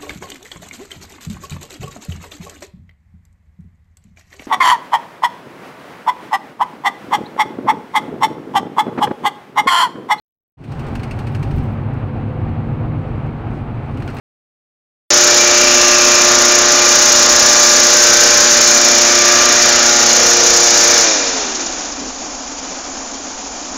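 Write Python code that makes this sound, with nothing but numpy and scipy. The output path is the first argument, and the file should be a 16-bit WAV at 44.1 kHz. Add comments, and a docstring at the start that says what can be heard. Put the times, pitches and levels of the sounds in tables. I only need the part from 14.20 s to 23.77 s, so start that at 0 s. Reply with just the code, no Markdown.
"""A loud, buzzing drone with rushing air starts abruptly, and a flame roars behind it.
A petrol fan is filling a hot air balloon in an open field: its one-cylinder engine turns a two-blade
propeller. Near the end the engine is switched off and puffs as it spins down; the burner roars on.
The fan overloads the narrow, treble-heavy microphone of a small camera."""
import sys
import numpy as np
from scipy import signal
from scipy.fft import rfft, irfft, next_fast_len
from scipy.io import wavfile

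SR = 44100
rng = np.random.default_rng(int(sys.argv[2]) if len(sys.argv) > 2 else 0)


def wav_record(signal):
    """Record a signal, one row per channel, as 16-bit PCM in the file named by sys.argv[1]."""
    frames = np.transpose(np.atleast_2d(signal))
    bounded = np.clip(frames, -1, 1)
    # unit amplitude maps onto the largest positive 16-bit level
    quanta = np.round(bounded * 32767).astype(np.int16)
    wavfile.write(sys.argv[1], SR, quanta)


N = 422037
TIME = np.arange(N) / SR
START_S, IGNITION_OFF_S = 0.9045, 6.79
FULL_SPEED = 59.3  # shaft turns per second

# hiss of the engine and the air stream: f/Hz, relative level/dB
HISS = [(2500, -59), (3400, -18), (4100, -11.5), (4700, -8.5), (5300, -4), (5900, -2.5), (6500, -1.5),
        (7000, -2.5), (7500, -4)]


def from_db(db):
    """Turn decibels into a gain to multiply by."""
    return 10 ** (np.asarray(db) / 20)


def rms_one(x):
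    """Scale a sound to an average power of 1."""
    return x / np.sqrt(np.mean(x ** 2) + 1e-20)


def in_time(rows):
    """Turn each column after the time column into a curve, one value per sample."""
    times, *columns = np.transpose(rows)
    return [np.interp(TIME, times, column) for column in columns]


def at_hz(spectrum, hz):
    """Read a spectrum's level between its points, on a log-frequency axis."""
    points_hz, db = np.transpose(spectrum)
    return np.interp(np.log(np.maximum(hz, 1)), np.log(points_hz), db)


def coloured(x, spectrum):
    """Make each frequency of a sound louder or softer, as a spectrum says."""
    size = next_fast_len(N, True)
    gain = from_db(at_hz(spectrum, np.fft.rfftfreq(size, 1 / SR)))
    return irfft(rfft(x, size) * gain, size)[:N]


def noise(spectrum):
    """Noise shaped by a spectrum, with a power of 1."""
    return rms_one(coloured(rng.standard_normal(N), spectrum))


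def drift(rate_hz):
    """A smooth random wobble of typical size 1."""
    step = 40  # samples per random value
    pole = np.exp(-2 * np.pi * rate_hz * step / SR)
    slow = signal.lfilter([1], [1, -2 * pole, pole * pole], rng.standard_normal(N // step + 2002))[2000:]
    return np.interp(np.arange(N) / step, np.arange(len(slow)), rms_one(slow))


def swell(start, length, edge_s=0.2):
    """Rise to 1, hold and fall back."""
    inside = np.minimum(TIME - start, start + length - TIME)
    return np.clip(inside / edge_s + 0.5, 0, 1)


def resonances(modes):
    """Swirling air makes something ring: one narrow band of noise for each pitch."""
    out = 0
    for hz, width_hz, db in modes:
        radius = np.exp(-np.pi * width_hz / SR)
        poles = [1, -2 * radius * np.cos(2 * np.pi * hz / SR), radius * radius]
        out += from_db(db) * rms_one(signal.lfilter([1, 0, -1], poles, rng.standard_normal(N)))
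    return out


def bursts(events, spectrum, rise_s, gain_db):
    """Bursts of noise that rise and die away."""
    envelope = np.zeros(N)
    for start, db in events:
        age = np.maximum(TIME - start, 0) / rise_s
        envelope += from_db(db + gain_db) * age * np.exp(1 - np.minimum(age, 20))
    return envelope * noise(spectrum)


def firing(fade_s=0.067):
    """1 while the engine burns fuel, falling quickly to 0 once it is switched off."""
    return np.clip((IGNITION_OFF_S - TIME) / fade_s + 1, 0, 1)


def shaft_speed(coast_s=1.23):
    """The engine's governor holds the speed steady; after the switch-off, drag lets it die away."""
    # the shaft under power: t/s, speed/(turns per s)
    running = [(0.9, 59.38), (2.3, 59.51), (3.1, 59.3), (3.5, 59.34), (4.6, 59.1), (5.3, 59.26),
               (5.9, 59.12), (6.79, 59.1)]
    governed, = in_time(running)
    return governed * np.exp(-np.maximum(TIME - IGNITION_OFF_S, 0) / coast_s)


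def harmonic(multiple, level_db, angle, slowing, echo, wander_hz=0.96):
    """One blade tone plus its wandering echo; slower blades lose their high tones first."""
    phase = multiple * angle + rng.standard_normal()
    tone = (1 + echo * drift(wander_hz)) * np.sin(phase) + echo * drift(wander_hz) * np.cos(phase)
    tone *= np.sqrt(2 / (1 + 2 * echo ** 2))  # back to a power of about 1
    fade_db = slowing * (46.5 + 20 * max(multiple - 6, 0))
    return from_db(level_db + fade_db + 0.68 * drift(17)) * tone


def blade_tones(turns, slowing):
    """Each passing blade sends out a push of air: a drone, and a buzz whose tones swell and fade."""
    # the drone's two loud tones: t/s, relative level/dB at 3 times and at 5 times the blade rate
    drone = [(1.0, -26, -22.5), (1.59, -24.5, -22.5), (2.54, -25.5, -24.5), (2.9, -30, -24.5),
             (3.89, -29, -23), (4.19, -31, -23.5), (5.03, -26.5, -24.5), (6.0, -30.5, -27.5),
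             (6.16, -26, -31.5), (6.7, -29.5, -26)]
    # the weaker tones of the buzz: multiple of the blade rate, relative level/dB
    buzz = [(2, -15), (4, -14), (6, -16), (7, -11), (8, -15), (9, -14), (10, -12.5), (11, -11), (12, -7.5),
            (13, -12.5), (14, -10), (15, -11.5), (16, -15.5), (17, -17), (18, -21), (19, -14.5), (20, -15)]
    # one of them stands out for a while: start t/s, length/s, multiple, lift/dB
    swells = [(0.8, 2.9, 10, 6.5), (1.4, 2.3, 2, 5.5), (1.6, 3.78, 9, 5), (1.95, 0.77, 6, 6),
              (3.7, 0.53, 9, 4), (3.7, 0.79, 13, 8), (3.75, .45, 4, 7), (4.25, 1.85, 2, 7),
              (4.453, 2.7, 6, 9), (4.946, 0.4, 10, 10.5), (5.685, 0.33, 7, 7), (5.953, 1.01, 4, 10)]
    angle = 2 * np.pi * 2 * turns + 0.022 * drift(12.4)  # two blades a turn, with a slight flutter
    out = 0
    for multiple, db in zip((3, 5), in_time(drone)):
        out += harmonic(multiple, db + 2, angle, slowing, echo=0)
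    for multiple, db in buzz:
        lift_db = sum(lift * swell(start, length) for start, length, k, lift in swells if k == multiple)
        echo = from_db(-20.5) * np.sqrt(multiple)  # shorter waves feel the changing echo path more
        out += harmonic(multiple, db - 20.5 + lift_db, angle, slowing, echo)
    out *= from_db(firing() - 1)  # 1 dB softer with the engine off
    # a small propeller gives off little bass
    return signal.sosfilt(signal.butter(8, 221, "high", fs=SR, output="sos"), out)


def air_stream(turns, slowing):
    """Air swirls off the blades with a rush; the hiss surges each time the exhaust valve opens."""
    # air moved by the fan: t/s, relative rush level/dB, relative hiss level/dB
    air = [(0.95, -16, -9), (1.32, -15.5, -11), (2.5, -17.5, -11.5), (2.68, -17, -9.5), (4.04, -15.5, -9),
           (4.73, -17.5, -10), (5.2, -15, -11), (6.6, -20, -10), (6.75, -17, -9.5)]
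    # swirling air off the blades: f/Hz, relative level/dB
    rush_spectrum = [(40, -17), (110, -11.5), (180, -9.5), (290, -19), (380, -12), (500, -9.5), (740, -8),
                     (900, -11.5), (1350, 3), (1850, 3.5), (2150, 0.5), (3150, -2), (4200, -1), (7000, -22)]
    rush_db, hiss_db = in_time(air)
    rush = from_db(rush_db - 2.5 + 63 * slowing) * noise(rush_spectrum)
    valve_open = np.exp(2.5 * (np.cos(np.pi * turns) - 1))  # peaks every second turn
    depth_db = 1.3 + 2.7 * firing()
    surge = rms_one(from_db(depth_db * (valve_open + 0.06)))
    hiss = from_db(hiss_db + 8.5 + 0.43 * drift(12) + 88 * slowing) * noise(HISS)
    return rush + hiss * surge


def frame():
    """The fan's frame and guard shake and ring at a few pitches."""
    # their resonances: f/Hz, width/Hz, level/dB
    modes = [(1425, 115, -31.5), (1740, 220, -32), (2380, 70, -30.5), (2850, 84, -31.5), (3598, 100, -29.5)]
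    return resonances(modes) * from_db(drift(0.79))


def exhaust(turns, gain_db, uneven_db, size=4096):
    """One bang every second turn, smeared out by the silencer; no two are equally strong."""
    # the exhaust note: f/Hz, relative level/dB of a tone there
    spectrum = [(30, -54), (59, -46), (90, -50), (119, -46.5), (170, -55.5), (210, -45), (270, -54),
                (360, -58), (450, -34.5), (640, -38.5), (850, -55), (1230, -36), (1480, -46), (2100, -46),
                (3500, -47)]
    multiples = np.arange(1, 120)  # of the bang rate
    tones = from_db(at_hz(spectrum, multiples * FULL_SPEED / 2))
    tones = tones * np.exp(2j * np.pi * rng.random(len(multiples)))  # random phases smear the bang
    # every fourth tone lands on a multiple of the blade rate; of those, keep only the lowest
    tones *= (multiples % 4 > 0) | (multiples == 4)
    cycle = irfft(np.r_[0, tones], size) * size / np.sqrt(2)
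    bangs = np.interp(turns / 2 % 1 * size, np.arange(size), cycle)
    return bangs * firing() * from_db(gain_db + uneven_db * drift(7.7))


def burner(gain_db, flicker_db):
    """The gas jet hisses and the flame rumbles, flickering all the time."""
    # the burner's roar: f/Hz, relative level/dB
    spectrum = [(112, -44), (170, -23.5), (270, -4), (400, -12.5), (520, -7), (900, -7.5), (1400, -11.5),
                (2000, -17), (4000, -17), (5700, -8.5), (6900, -5.5)]
    # its strength: t/s, relative level/dB
    strength = [(7.0, -17.5), (7.9, -24.5), (8.5, -24), (9.0, -24.5), (9.5, -25)]
    # hollow resonances of the burner and its flame: f/Hz, width/Hz, level/dB
    modes = [(266.7, 28, -37.5), (737, 60, -39), (2380, 90, -49)]
    db, = in_time(strength)
    jet = from_db(db + gain_db + flicker_db * drift(30)) * noise(spectrum)
    return jet + resonances(modes) * from_db(1.3 * drift(8.4))


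def open_air(level_db):
    """The open air rumbles, low and steady."""
    # the rumble: f/Hz, relative level/dB
    spectrum = [(20, -0.5), (50, 1), (75, -6), (105, -32), (300, -77)]
    return from_db(level_db) * noise(spectrum)


def guard(width_hz):
    """Now and then the fan's wire guard sings out at one pitch."""
    # spells of singing: start t/s, length/s, f/Hz, level/dB
    spells = [(1.07, 0.48, 2357, -22.5), (1.72, .35, 2400, -26), (2.2, 0.7, 2393, -28.5),
              (4.413, 1.1, 2390, -28), (6.55, .6, 2398, -29)]
    return sum(swell(start, length) * resonances([(hz, width_hz, db)]) for start, length, hz, db in spells)


def ringing(level_db, width_hz, start_s=1.1, length_s=1.15, start_hz=2893, sink_hz_per_s=380):
    """A thin ringing: a narrow band of noise swells and fades once while its pitch sinks."""
    age = np.clip(TIME - start_s, 0, length_s)
    angle = 2 * np.pi * np.cumsum(start_hz - sink_hz_per_s * age) / SR
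    envelope = from_db(level_db) * np.sin(np.pi * age / length_s)
    return envelope * (drift(width_hz) * np.cos(angle) + drift(width_hz) * np.sin(angle))


def puffs(speed, valve_phase, fade_db_per_s):
    """The coasting cylinder lets out a puff of air every second turn, ever slower and weaker."""
    cycles = np.cumsum(speed * (TIME > IGNITION_OFF_S)) / SR / 2
    valve_opens = np.diff(np.floor(cycles - valve_phase), prepend=0) > 0
    times = TIME[valve_opens & (speed < 38.5)]  # slow enough to hear the puffs one by one
    levels_db = -fade_db_per_s * (times - times[0])
    return bursts(zip(times, levels_db), HISS, rise_s=0.008, gain_db=-11.5)


def flame_flaps():
    """The flame flaps a few times, soft and low."""
    # the flaps: t/s, relative peak level/dB
    flaps = [(7.813, -16), (7.859, -21), (8.029, -23), (8.504, -20), (9.289, -23)]
    # the dull sound of one flap: f/Hz, relative level/dB
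    spectrum = [(90, -18), (180, -10), (280, 3), (450, -4), (750, -16), (1500, -29), (4000, -45)]
    return bursts(flaps, spectrum, rise_s=0.0099, gain_db=-9.5)


def scene():
    """Fan and burner in the open air; the fan's sounds sink as its shaft slows."""
    speed = shaft_speed()
    slowing = np.log10(speed / FULL_SPEED)  # 0 at full speed, -1 at a tenth of it
    turns = np.cumsum(speed) / SR
    # the coasting shaft lurches each time the piston squeezes the air, which blurs the tones
    turns += slowing * (0.053 * np.sin(np.pi * turns) + 0.065 * drift(8.9))
    fan = blade_tones(turns, slowing) + air_stream(turns, slowing)
    fan += (frame() + guard(width_hz=36)) * from_db(54 * slowing)
    fan += exhaust(turns, gain_db=-2, uneven_db=2.5)
    fan += ringing(level_db=-20.5, width_hz=200)
    fan += puffs(speed, valve_phase=0.23, fade_db_per_s=18)
    flame = burner(gain_db=6, flicker_db=1) + flame_flaps()
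    return (fan + flame + open_air(level_db=-44))[None]


def record(dry):
    """The microphone loses the highest treble; loud peaks are then cut flat, adding a faint fizz."""
    # top edge of the microphone's range: f/Hz, level/dB
    mic_edge = [(7050, 0), (7400, -13), (7700, -29), (8020, -55), (8300, -42), (8750, -37), (9200, -46),
                (9600, -95)]
    clipped = np.clip(coloured(dry[0], mic_edge), -0.75, 0.75)
    clipped *= TIME >= START_S  # silence until the camera starts
    softened = signal.sosfilt(signal.butter(1, 12400, fs=SR, output="sos"), clipped)
    return coloured(softened, [(15850, 0), (16050, -90)])[None]  # the fizz ends steeply here


dry = scene()
out = record(dry)
wav_record(out)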